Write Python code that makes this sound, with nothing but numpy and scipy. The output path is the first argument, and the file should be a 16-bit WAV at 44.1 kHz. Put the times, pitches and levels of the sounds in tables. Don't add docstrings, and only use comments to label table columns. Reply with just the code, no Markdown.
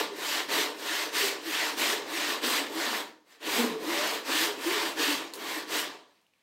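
import sys
import numpy as np
from scipy import signal
from scipy.fft import rfft, irfft, next_fast_len
from scipy.io import wavfile
from scipy.ndimage import uniform_filter1d, map_coordinates

SR = 44100
rng = np.random.default_rng(int(sys.argv[2]) if len(sys.argv) > 2 else 0)


def voltage_ratio(decibels):
    exponent = np.asarray(decibels, float) / 20
    return 10 ** exponent


def to_wav(sig):
    pcm = np.clip(np.atleast_2d(sig), -1, 1) * 32767
    pcm = np.round(pcm).astype(np.int16)
    wavfile.write(sys.argv[1], SR, pcm.T)


N = 283122


def unit(x):
    return x / np.sqrt(np.mean(x ** 2) + 1e-20)


def along(points, hz):
    point_hz, value = np.transpose(points)
    return np.interp(np.log(hz + 1), np.log(point_hz + 1), value)


def wobble(rate_hz):
    knots = rng.standard_normal(int(N * rate_hz / SR) + 4)
    return map_coordinates(knots, [np.arange(N) * rate_hz / SR])


def filtered(x, response):
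    size = next_fast_len(N + SR // 2)
    return irfft(rfft(x, size) * response(np.fft.rfftfreq(size, 1 / SR)), size)[..., :N]


def shaped(x, points):
    return unit(filtered(x, lambda hz: voltage_ratio(along(points, hz))))


def modes(table):
    def response(hz):
        total = 0
        for k, (mode_hz, width_hz, level_db) in enumerate(table):
            damping = 1j * hz * width_hz
            total = total + (-1) ** k * voltage_ratio(level_db) * damping / (mode_hz ** 2 - hz ** 2 + damping)
        return total
    return response


# hz, level_db_per_hz
AIR = [(24, -57), (40, -17), (262, 1.5), (328, -23.5), (555, -5), (1440, -10.5), (2260, -6.5),
       (13700, -23.5), (15900, -26)]


def air():
    return voltage_ratio(-75.5 + 1 * wobble(11)) * shaped(rng.standard_normal(N), AIR)


# hz, t60_s
SHOP = [(200, 0.56), (1500, 0.46), (5000, 0.087), (14000, 0.14)]


def shop(x, count=4):
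    noise = rng.standard_normal((count, SR // 2))
    hz, t, z = signal.stft(noise, SR, nperseg=256)
    decay = voltage_ratio(-60 * t / along(SHOP, hz)[:, None])
    tails = signal.istft(z * decay, SR, nperseg=256)[1]
    place = np.arange(N) / SR / .2 - np.arange(count)[:, None]
    distance = np.abs((place + count / 2) % count - count / 2)
    parts = x * np.sqrt(np.clip(1 - distance, 0, 1))
    delayed = np.pad(parts, ((0, 0), (300, 0)))
    return signal.fftconvolve(delayed, tails / np.linalg.norm(tails[0]), axes=1).sum(0)[:N]


# centre_s, low_hz, high_hz, level_db
PUFFS = [(.47, 4200, 4600, -74), (2.33, 4100, 5200, -46), (2.33, 11000, 14000, -56),
         (2.56, 4100, 5180, -40), (2.56, 8200, 9700, -46), (3.33, 4600, 7000, -70),
         (3.51, 10300, 11800, -54), (4.07, 5600, 8950, -43), (4.65, 14300, 15800, -58),
         (4.79, 14300, 15800, -54)]


def side_puffs():
    out, length = np.zeros(N + SR), 1280
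    hz = np.fft.rfftfreq(length, 1 / SR)
    for centre_s, low_hz, high_hz, level_db in PUFFS:
        band = (hz > low_hz) * (hz < high_hz)
        puff = unit(irfft(rfft(rng.standard_normal(length)) * band))
        start = round(centre_s * SR) - length // 2
        out[start:][:length] += voltage_ratio(level_db) * puff * np.hanning(length) ** .5
    return out[:N] * [[1], [-1]]


# start_s, peak_db, pitch_hz, crackle_db
TICKS = [
    (5.336, -26.5, 4300, -12.5),
    (5.3544, -45.5, 2140, 1.5),
    (5.798, -21.5, 3250, -14.5),
         (3.428, -40, 3000, -14),
    (6.2135, -68, 7000, -6),
    (6.2655, -54, 2900, -22),
    (6.336, -53.5, 2600, -24),
    (6.36, -61, 2200, -22),
]


def ticks():
    out, t = np.zeros(N + SR), np.arange(SR // 8) / SR
    for start_s, peak_db, pitch_hz, crackle_db in TICKS:
        snap = np.sin(2 * np.pi * pitch_hz * t) * voltage_ratio(-60 * t / 0.0055) * (1 - np.exp(-t / 0.00007))
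        crackle_decay = 3 * voltage_ratio(-60 * t / 0.0015) + voltage_ratio(-60 * t / .16)
        crackle = rng.standard_normal(len(t)) * voltage_ratio(crackle_db) * crackle_decay
        out[round((start_s + .0008) * SR):][:len(t)] += voltage_ratio(peak_db + 1.5) * (snap + crackle)

    def band(hz, low_hz=1200, high_hz=9000):
        return 1j * hz / (low_hz + 1j * hz) / (1 + 1j * hz / high_hz)
    return filtered(out[:N], band)


# start_s, length_s, from_hz, to_hz, hum_db
BITE = [
    (.52, .14, 305, 366, -41.5),
    (2.43, 0.089, 235, 265, -37.5),
    (3.565, 0.118, 247.6, 225, -28),
]
# start_s, length_s, from_hz, to_hz, hum_db
HUM = [(0, 0.027, 433, 446, -39), (.07, 0.087, 415, 413, -43.5), (2.12, 0.052, 323, 330, -37),
       (4.44, 0.16, 401, 432, -42.5), (.65, 0.13, 433.7, 414, -40.5), (.9, 0.035, 318, 328, -35),
       (1.2, 0.11, 395, 409, -36.5), (1.44, 0.084, 347, 297, -37), (1.91, .14, 411, 415, -38.5),
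       (2.71, 0.17, 318, 337, -38.5), (2.84, .15, 249, 202, -43), (3.66, 0.16, 462, 438, -36),
       (3.68, 0.104, 200, 158, -44), (3.85, .09, 312, 350, -34), (3.91, 0.196, 563, 639, -39),
       (4.32, 0.16, 283.5, 364, -38.5), (4.645, 0.086, 314, 398, -31), (4.7, 0.107, 422, 429, -33.5),
       (4.81, 0.08, 357, 304, -35), (4.93, 0.14, 311.5, 327, -37), (5.05, 0.11, 257.5, 300, -34),
       (5.55, 0.052, 313, 320, -41), (5.71, 0.058, 392, 418, -47)]


def bite():
    out, unsteady, uneven = np.zeros(N), wobble(40), wobble(50)
    octave_db, swell_power = -3, 1.5
    for rows, octave, waver in ((BITE, voltage_ratio(octave_db), .01), (HUM, 0, .022)):
        for start_s, length_s, from_hz, to_hz, hum_db in rows:
            i = np.arange(int(start_s * SR), int((start_s + length_s) * SR))
            u = np.linspace(0, 1, len(i))
            tooth_hz = (from_hz + (to_hz - from_hz) * u) * (1 + waver * unsteady[i])
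            phase = 2 * np.pi * np.cumsum(tooth_hz) / SR
            swell = np.abs(np.sin(np.pi * u)) ** swell_power * voltage_ratio(hum_db + 2.45 * uneven[i])
            out[i] += np.sqrt(2) * swell * (np.sin(phase) + octave * np.sin(2 * phase + 1))
    return out


# hz, level_db
RUMBLE = [(25, 3.5), (50, 3.5), (100, 1.5), (200, -5), (300, -30.5)]


def bench(bench_db):
    return voltage_ratio(bench_db + 17.5) * shaped(rng.standard_normal(N), RUMBLE)


# mode_hz, width_hz, level_db
VISE = [(200, 110, 0)]


def vise(kerf, bench_db):
    over_bench_db, deepens_db_per_s = 9, 1
    level_db = bench_db + over_bench_db + deepens_db_per_s * np.arange(N) / SR
    return voltage_ratio(level_db) * unit(filtered(kerf, lambda hz: modes(VISE)(hz) ** 2))


# mode_hz, width_hz, level_db
BOARD = [(240.6, 51, -7.5), (300, 46.4, 1.5), (344.7, 51, -1), (417, 33, -1), (502.4, 76, -8)]


def board(shake, level_db):
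    def stiff(hz, corner_hz=240):
        return 1 / (1 + (corner_hz / (hz + 1)) ** 4)
    return voltage_ratio(level_db - 3) * unit(filtered(shake, lambda hz: modes(BOARD)(hz) * stiff(hz)))


# mode_hz, width_hz, level_db
FRAME = [(573, 33, -0.5), (718, 61, 1), (804, 43, 0), (918, 59, 4), (1022, 96, 2), (1161, 78, 1.5),
         (1345, 250, -13.5)]
# mode_hz, width_hz, level_db
BLADE = [(1446, 60, -5.5), (1780, 75, -1), (3040, 90, -13), (3930, 37, -0.5)]


def frame_and_blade(shake, level_db):
    frame = voltage_ratio(level_db - 2.5) * unit(filtered(shake, modes(FRAME)))
    ring = voltage_ratio(level_db / 2 - 11) * unit(filtered(shake, modes(BLADE)))
    return frame + ring


# hz, level_db
STEEL = [(5000, -15.5), (8000, -3.5), (9000, -5.5), (10500, -6.5), (12300, -2), (14000, -4.5),
         (16000, -9.5)]


def steel(kerf, level_db):
    return voltage_ratio(level_db + 1.6 * wobble(12)) * shaped(kerf, STEEL)


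# hz, level_db
RASP = [(500, -21), (1200, -3.5), (1500, -2), (1800, 2), (2300, -1.5), (3300, -1.5), (4500, -4.5),
        (6000, -11), (8500, -19), (11000, -37)]


def rasp(kerf, bright_db):
    whole = shaped(kerf, RASP)
    dull = filtered(whole, lambda hz, split_hz=2600: 1 / (1 + (hz / split_hz) ** 4))
    return voltage_ratio(-bright_db / 2) * dull + voltage_ratio(bright_db / 2) * (whole - dull)


def tearing(spread_db, clump_db, patchy_db):
    fibres = rng.standard_normal(N) * voltage_ratio(spread_db * wobble(1500) + clump_db * wobble(120))
    z = signal.stft(fibres, nperseg=512)[2]
    field = uniform_filter1d(rng.standard_normal(z.shape), size=6, axis=0)
    field = uniform_filter1d(field, size=8, axis=1)
    return signal.istft(z * voltage_ratio(patchy_db * unit(field)), nperseg=512)[1][:N]


# start_s, rise_s, hold_s, rasp_db, fall_db_per_s
PUSH = [(-.2, 0.052, 0.14, -26, 177), (.47, 0.067, .11, -29.5, 174), (1.108, 0.071, .12, -29.5, 165),
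        (1.756, 0.049, 0.15, -30, 166), (2.404, 0.058, 0.14, -30, 157), (3.388, 0.19, 0.043, -30.5, 114),
        (4.226, 0.12, 0.13, -29.5, 171), (4.946, 0.082, .12, -30, 135), (5.66, 0.097, 0.065, -31.5, 156.5)]
# start_s, rise_s, hold_s, rasp_db, fall_db_per_s
PULL = [(.09, 0.22, 0.079, -30, 220), (.725, 0.2, 0.11, -30, 225), (1.385, 0.18, 0.12, -29.5, 220),
        (2.01, 0.19, 0.13, -30, 208), (2.67, .15, 0.16, -31, 212.5), (3.23, 0.1, 0.0077, -55.5, 199.5),
        (3.765, 0.19, 0.19, -30, 199), (4.535, 0.18, 0.16, -29.5, 208), (5.3, 0.19, 0.1, -35.5, 229.5),
        (6.06, 0.036, 0.088, -71.5, 154), (6.28, 0.13, .05, -75, 50)]
# over_rasp_db, rise_share, fall_lag_s, fall_share, sag_db_per_s
PUSH_LAWS = [
    (0.86, 1.01, -0.026, 0.88, 2.5),
    (4.36, 1.17, -0.036, 0.82, -12),
    (-8, 1.21, -0.016, 1.26, 14),
    (-6, 0.73, 0.038, 0.82, 8.5),
    (-6, 0.87, 0.018, 0.7, 9),
    (-41.5, 0.93, 0.098, 1.4, 20),
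]
# over_rasp_db, rise_share, fall_lag_s, fall_share, sag_db_per_s
PULL_LAWS = [
    (-0.72, 1.35, 0.0095, 0.72, 28),
    (0.65, 1.33, 0.0045, 0.55, 27.5),
    (-13.5, 1.04, -0.0056, 0.87, 2),
    (-9.5, 0.36, 0.045, 0.88, -1.5),
    (-7.5, 1.01, 0.019, 1.13, -14),
    (-46, 0.21, 0.11, 1.1, 4),
]


def follow(layer):
    push_power, pull_power, knee_s = 1.55, 1.73, 0.0095
    t, power = np.arange(0, N, 32) / SR, 1e-14
    for rows, laws, grows in ((PUSH, PUSH_LAWS, push_power), (PULL, PULL_LAWS, pull_power)):
        over_db, rise_share, lag_s, fall_share, sag = laws[layer]
        start_s, rise_s, hold_s, rasp_db, fall = np.transpose(rows)[..., None]
        layer_rise_s = rise_s * rise_share
        speed = np.sin(np.pi / 2 * np.clip((t - start_s) / np.abs(layer_rise_s), 0, 1))
        held_s = np.clip(t - start_s - layer_rise_s, 0, hold_s + rise_s)
        late_s = t - (start_s + rise_s + hold_s + lag_s)
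        fallen_db = fall_share * fall * (late_s + np.hypot(late_s, knee_s)) / 2
        level_db = rasp_db + over_db - sag * held_s - fallen_db
        power = power + ((speed ** grows * voltage_ratio(level_db)) ** 2).sum(0)
    return np.interp(np.arange(N) / SR, t, 10 * np.log10(power))


# time_s, pinch_db
GRIP = [(0, 0.5), (.3, -1.5), (.58, 2), (.95, -2.5), (1.22, -1), (1.599, -2), (1.87, 1), (2.22, -1),
        (2.52, 1.5), (2.87, 1.5), (3.3, 0), (3.65, 4), (4.02, 1.5), (4.38, -1), (4.76, 1.5), (5.08, 0),
        (5.5, 3), (5.799, -1)]


def saw():
    rasp_db, *others = [follow(layer) for layer in range(len(PUSH_LAWS))]
    bright_db, steel_db, board_db, frame_db, bench_db = [level_db - rasp_db for level_db in others]
    grip_db = np.interp(np.arange(N) / SR, *np.transpose(GRIP))
    bright_db = bright_db - 0.45 * grip_db
    board_db = board_db + grip_db
    frame_db = frame_db + 0.89 * grip_db
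    bench_db = rasp_db + bench_db + 0.62 * grip_db + 3.4 * wobble(12)
    kerf = tearing(spread_db=-0.13, clump_db=0.55, patchy_db=1.39)
    shake = tearing(spread_db=-1.0, clump_db=1.5, patchy_db=1.0)
    cut = rasp(kerf, bright_db) + steel(kerf, steel_db)
    drone = board(shake, board_db) + frame_and_blade(shake, frame_db)
    return voltage_ratio(rasp_db - 0.5) * (cut + drone) + bench(bench_db) + vise(kerf, bench_db)


def scene():
    near = saw() + bite() + ticks()

    def bass_cut(hz, corner_hz=200):
        return (hz / corner_hz) ** 3 / np.sqrt(1 + (hz / corner_hz) ** 6)
    mono = filtered(near + voltage_ratio(-13.0) * shop(near), bass_cut) + air()
    return np.array([mono, mono])


def band_limit(x):
    return signal.sosfilt(signal.butter(12, 16090, fs=SR, output="sos"), x)


def record(dry):
    mix = filtered(dry, lambda hz, top_hz=15780: hz < top_hz) + side_puffs()
    return band_limit(mix)


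dry = scene()
out = record(dry)
to_wav(out)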